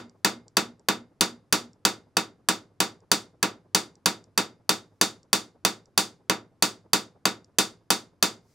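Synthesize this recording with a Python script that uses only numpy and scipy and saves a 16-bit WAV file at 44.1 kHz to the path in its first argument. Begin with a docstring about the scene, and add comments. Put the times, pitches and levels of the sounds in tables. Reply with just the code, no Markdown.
"""A small hammer peens a rivet in a hand-held steel plane body, about three even blows a second.
Each blow is a hard clack, a brief ring of hand-damped steel and a thud of the bench in a small dry
workshop; the squarer it lands, the brighter and longer it rings. At the top of each swing the sleeve
rustles, and now and then something loose ticks faintly or the holding hand brushes the steel."""
import sys
import numpy as np
from scipy import signal
from scipy.fft import rfft, irfft, next_fast_len
from scipy.io import wavfile

SR = 44100
rng = np.random.default_rng(int(sys.argv[2]) if len(sys.argv) > 2 else 0)


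def inscribe(sig):
    """Save sig as 16-bit PCM at rate SR to the path in sys.argv[1].

    A 1-D sig is mono; a 2-D sig holds one channel per row.
    Samples are clipped to [-1, 1] before scaling.
    """
    pcm = np.round(np.clip(np.atleast_2d(sig).T, -1, 1) * 32767)
    wavfile.write(sys.argv[1], SR, pcm.astype(np.int16))


N = 376613
T = np.arange(int(.6 * SR)) / SR  # seconds within one hit

# The hammer's rhythm. Each row: start in seconds, level in dB, squareness from -1 glancing to 1 dead on.
HAMMER_BLOWS = [(-0.072, -1, -0.75), (0.247, 1, -0.36), (0.569, 0.46, -0.37), (0.886, 0.2, -0.64),
                (1.209, 0.2, -0.083), (1.5257, 0.1, 0.056), (1.851, 0.1, -0.097), (2.1688, -1.5, -0.37),
                (2.4871, -0.9, -0.043), (2.803, -0.46, -0.18), (3.1158, -1, 0.33), (3.428, 0, -0.68),
                (3.7477, -0.8, 0.16), (4.0586, -0.3, -0.13), (4.3766, -0.4, -0.31), (4.6926, -1, 0.13),
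                (5.0127, -0.74, 0.36), (5.3301, -1.5, 0.37), (5.6498, -1, 0.013), (5.9767, -1.5, 0.51),
                (6.2971, 0.5, -0.96), (6.624, -0.9, 0.33), (6.9328, 0.0, 0.14), (7.2544, -0.3, -0.44),
                (7.5854, -0.14, 0.39), (7.904, -0.84, 0.36), (8.226, -0.5, 0.22)]
# The crack of contact. Each row: frequency in Hz, level in dB.
CRACK_SPECTRUM = [(40, -35.5), (200, -11.5), (1000, 1), (3000, -10), (7000, -4), (11500, -16), (15500, -10)]
# The hammer head, the steel body, its high ping and the bench under it.
# Each row: pitch in Hz, level in dB, seconds to fall 60 dB.
HEAD_MODES = [(803, -14, 0.016), (1100, -20.5, 0.026), (3220, -17.5, 0.02), (4570, -5, 0.015),
              (6060, -9, 0.014), (7560, -19, 0.021), (9300, -21.5, 0.05), (10290, -18, 0.027)]
BODY_MODES = [(781, -27.5, 0.18), (803, -32.5, 0.18), (855, -33, 0.22), (948, -26.5, 0.18),
              (1170, -30, 0.19), (1298, -27.5, 0.18), (1367, -27.5, 0.16), (1412, -34, 0.2),
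              (1473, -32.5, 0.2), (1633, -31, 0.13), (2121, -44, 0.3), (2217, -36, 0.15),
              (2606, -23.5, 0.12), (2882, -34, 0.13), (3565, -29, 0.17), (3620, -25, 0.16),
              (3706, -32, 0.22), (3871, -36, 0.14), (4575, -28.5, 0.14), (4678, -29, 0.16),
              (4737, -32, 0.22), (4783, -29, 0.2), (4950, -63, 0.55), (5720, -36, 0.2), (5785, -40, .2),
              (6494, -28, 0.13), (6910, -35, .2), (6990, -37.5, .18), (7547, -33.5, 0.14)]
PING_MODES = [(9140, -41.5, .19), (9265, -42.5, .2)]
BENCH_MODES = [(110, -46.5, 0.66), (141.2, -32, 0.14), (192.2, -19.5, 0.15), (237.5, -32, 0.18),
               (293.6, -31, 0.2), (321.7, -22, 0.14), (353, -32.5, 0.14), (417, -32.5, 0.11)]
# The clatter, a dense ringing of bench and workshop. Each row: frequency in Hz, level in dB.
CLATTER_SPECTRUM = [(30, -48.5), (75, -39.5), (112, -26.5), (135, -30), (190, -17), (330, -9), (620, -16.5),
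                    (1300, -12), (2800, -18.5), (4400, -17.5), (7200, -19.5), (9500, -25), (11500, -29),
                    (15500, -29)]
# Its tail. Each row: frequency in Hz, seconds to fall 60 dB on an ordinary blow.
CLATTER_DECAY = [(60, 0.87), (110, 0.48), (200, 0.22), (500, 0.29), (1500, 0.21), (4500, 0.2), (8000, 0.18),
                 (14000, .15)]
# How much of it is new at each blow. Each row: frequency in Hz, share of the power from 0 to 1.
CLATTER_CHANGE = [(200, .15), (1500, 0), (5000, 0), (12000, 1)]
# Clusters of close steel modes that lift it. Each row: centre in Hz, width in Hz, boost in dB.
STEEL_CLUSTERS = [(3565, 250, 8), (4580, 440, 5), (5600, 110, 1.5), (7020, 1600, 3.5), (9150, 190, 2.5),
                  (10700, 140, 4)]
# Quiet workshop air. Each row: frequency in Hz, level in dB.
AIR_SPECTRUM = [(25, -20), (60, -10.5), (105, -3.5), (160, -10), (300, -7), (700, -19.5), (1300, -23.5),
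                (2000, -31.5), (3000, -36.5), (5500, -37.5), (8000, -43), (11000, -44), (16000, -62)]
# Faint ticks between blows. Each row: start in seconds, level in dB.
LOOSE_TICKS = [(0.0948, -45), (0.4803, -40.5), (0.7944, -48.5), (1.731, -47.5), (3.0034, -54.5),
               (3.9535, -44.5), (4.2398, -42.5), (5.23, -46), (5.856, -45.5), (7.444, -43.5)]
# The loose part that ticks. Each row: pitch in Hz, level in dB, seconds to fall 60 dB.
LOOSE_MODES = [(5600, -5, 0.014), (7350, 5, 0.0035), (4800, -2.5, 0.007)]
# The hand sliding on the steel. Each row: centre in seconds, half length in seconds, level in dB.
HAND_SLIDES = [(0.182, .05, -86.5), (4.97, 0.13, -86), (8.53, 0.089, -72)]
# The hiss of skin on steel. Each row: frequency in Hz, level in dB.
SKIN_SPECTRUM = [(800, -15), (2100, -2.5), (3000, -12), (4500, -0.5), (5800, 0), (9000, -8), (15000, -12)]
# The stereo image. Each row: frequency in Hz, level of side against middle in dB.
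STEREO_WIDTH = [(40, -2.5), (180, -18), (400, -12.5), (900, -9), (2000, -7.5), (4500, -10), (8000, -7),
                (13000, -6)]

CLANG_DB, SIZZLE_DB, PING_DB = 4.5, 5.5, 16  # boosts for a dead-on hit
RING_STRETCH = 0.12  # a dead-on hit lengthens the treble clatter by this share
HOLLOW_HZ, HOLLOW_UNTIL_S = 238, 1.7


def amp(db):
    """Decibels to gain."""
    return 10 ** (np.asarray(db) / 20)


def unit(x):
    """Scale to rms 1."""
    return x / np.sqrt(np.mean(x ** 2) + 1e-20)


def along(points, hz):
    """Read (Hz, value) points on a log frequency axis."""
    freqs, values = np.transpose(points)
    return np.interp(np.log(hz + 1), np.log(freqs + 1), values)


def filtered(x, response):
    """Equalise x with a gain that depends on frequency."""
    n = x.shape[-1]
    padded = next_fast_len(n + 8192)
    return irfft(rfft(x, padded) * response(np.fft.rfftfreq(padded, 1 / SR)), padded)[..., :n]


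def noise(spectrum, size=len(T)):
    """Two unrelated coloured noises."""
    return filtered(rng.standard_normal((2, size)), lambda hz: amp(along(spectrum, hz)))


def spread(pair):
    """Two unrelated signals become the middle and the side of a stereo pair."""
    mid, side = pair[0], filtered(pair[1], lambda hz: amp(along(STEREO_WIDTH, hz)))
    return np.array([mid + side, mid - side])


def fade(t60):
    """A fall of 60 dB in t60 seconds; 1 - fade makes an attack."""
    return amp(-60 * T / t60)


def add(track, start_s, sound):
    """Mix a sound into the track."""
    start = round(start_s * SR)
    a, b = max(start, 0), min(start + sound.shape[-1], N)
    track[:, a:b] += sound[..., a - start:b - start]


def ring(modes, scatter_db, detune, phase=None):
    """Damped modes; strike point and grip shift their levels and pitches a little."""
    if phase is None:
        phase = np.zeros(len(modes))
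    hz, db, t60 = np.transpose(modes)[:, :, None]
    level, shift = rng.standard_normal((2, len(modes), 1))
    envelopes = amp(db + scatter_db * level) * fade(t60)
    waves = envelopes * np.exp(2j * np.pi * hz * (1 + detune * shift) * T)
    return (np.exp(1j * phase) @ waves).imag


def clatter_tail(x, square):
    """Each frequency dies at its own speed; the treble goes first, sooner after a glancing hit."""
    hz, t, bands = signal.stft(x, SR, nperseg=256)
    treble = np.clip(hz / 5000, 0, 1)
    t60 = along(CLATTER_DECAY, hz) * (1 + RING_STRETCH * square * treble)
    damped = bands * amp(-60 * t / t60[:, None])
    return signal.istft(damped, SR, nperseg=256)[1][:, :len(T)]


def clatter(pattern, square):
    """Dense ringing: the same paths at every blow, plus a part that moves with the strike point."""
    share = lambda hz: along(CLATTER_CHANGE, hz)
    steady = filtered(pattern, lambda hz: np.sqrt(1 - share(hz)))
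    fresh = filtered(noise(CLATTER_SPECTRUM), lambda hz: np.sqrt(share(hz)))
    clusters = lambda hz: sum(db * np.exp(-((hz - centre) / width) ** 2)
                              for centre, width, db in STEEL_CLUSTERS)
    # a square hit wakes the highest modes
    waking = lambda hz: square * along([(5000, 0.4), (9000, 0.83)], hz)
    shaped = filtered(steady + fresh, lambda hz: amp(waking(hz) + clusters(hz) * (1 + 0.45 * waking(hz))))
    return clatter_tail(shaped, square) * (1 - fade(0.003))


def hollow_note(start_s):
    """A hollow note of the bench swells after each of the first blows, fainter after the later ones."""
    db = -56 if start_s > HOLLOW_UNTIL_S else -45
    swell = np.exp(-((T - .115) / 0.05) ** 2)
    return amp(db) * np.sin(2 * np.pi * HOLLOW_HZ * T) * swell


def hammer():
    """Every blow: snap and crack of contact, ring of head and body, thud and clatter of the bench."""
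    out = np.zeros((2, N))
    pattern = noise(CLATTER_SPECTRUM)
    # each mode has its own phase in middle and side
    body_phase = rng.uniform(0, 2 * np.pi, (2, len(BODY_MODES)))
    bench_phase = rng.uniform(0, 2 * np.pi, (2, len(BENCH_MODES)))
    for start, db, square in HAMMER_BLOWS:
        snap = amp(-6) * rng.standard_normal(len(T)) * fade(0.005)
        crack = noise(CRACK_SPECTRUM) * fade(0.023)
        head = ring(HEAD_MODES, scatter_db=2.5, detune=0.0099)
        body = amp(-1) * ring(BODY_MODES, scatter_db=1.8, detune=.0008, phase=body_phase)
        body *= 1 - fade(.011)
        ping = amp(PING_DB * square) * ring(PING_MODES, scatter_db=2, detune=.002)
        thud = amp(-0.5) * ring(BENCH_MODES, scatter_db=0.13, detune=0.0094, phase=bench_phase)
        thud *= 1 - fade(0.053)  # the heavy bench takes a few cycles to get moving
        centred = snap + head + ping + hollow_note(start)
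        wide = spread(crack + body + thud + amp(2) * clatter(pattern, square))
        # every hit gets extra low end; a square one is bright, a glancing one duller
        colour = [(300, 2.72), (800, 0), (2300, 0), (4500, CLANG_DB * square), (9500, SIZZLE_DB * square)]
        blow = filtered(centred + wide, lambda hz: amp(along(colour, hz)))
        add(out, start, amp(db - 2.03) * blow * (1 - fade(0.0017)))
    # the blows carry little deep bass
    return signal.sosfilt(signal.butter(2, 120, "highpass", fs=SR, output="sos"), out)


def room_tone():
    """Still workshop air and a faint low hum."""
    air = amp(-67) * unit(spread(noise(AIR_SPECTRUM, size=N)))
    hum = amp(-73.5) * np.sin(2 * np.pi * 102 * np.arange(N) / SR)
    return air + hum


def loose_part():
    """Something loose gives a tiny bright tick with a thin echo."""
    out = np.zeros((2, N))
    for start, db in LOOSE_TICKS:
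        tick = ring(LOOSE_MODES, scatter_db=1.5, detune=.012) * (1 - fade(.0015)) ** 2
        hiss = noise([(2500, -36.5), (4800, 2.5), (7500, 0.5), (11000, -32.5)])
        echo = amp(-32) * unit(spread(hiss)) * fade(.13)
        add(out, start + .001, amp(db) * (tick + echo))
    return out


def sleeve():
    """Cloth gives a soft, dull rustle as the arm turns at the top of each swing."""
    out = np.zeros((2, N))
    swell = np.exp(-((T - .032) / .014) ** 2)
    for start, *_ in HAMMER_BLOWS:
        late_s, db = rng.normal(0, [.004, 2.5])
        cloth = noise([(100, -2), (450, 8.5), (950, 0.5), (1700, -17), (4000, -51)])
        add(out, start + .2 + late_s, amp(db - 63) * unit(spread(cloth)) * swell)
    return out


def grip():
    """Skin brushes over the steel as the holding hand resettles."""
    t = np.arange(N) / SR
    strokes = sum(amp(db) * np.exp(-((t - centre) / half) ** 2) for centre, half, db in HAND_SLIDES)
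    return strokes * unit(spread(noise(SKIN_SPECTRUM, size=N)))


def scene():
    """The hammer up front and a touch to the right, over the room and the small movements."""
    return hammer() * amp([[-.3], [.3]]) + room_tone() + loose_part() + sleeve() + grip()


def record(dry):
    """Soft clipping rounds the hardest peaks, then a steep low-pass trims the very top."""
    ceiling, top_hz = .62, 15900
    rounded = dry / (1 + np.abs(dry / ceiling) ** 4) ** (1 / 4)
    return filtered(rounded, lambda hz: 1 / (1 + (hz / top_hz) ** 90))


dry = scene()
out = record(dry)
inscribe(out)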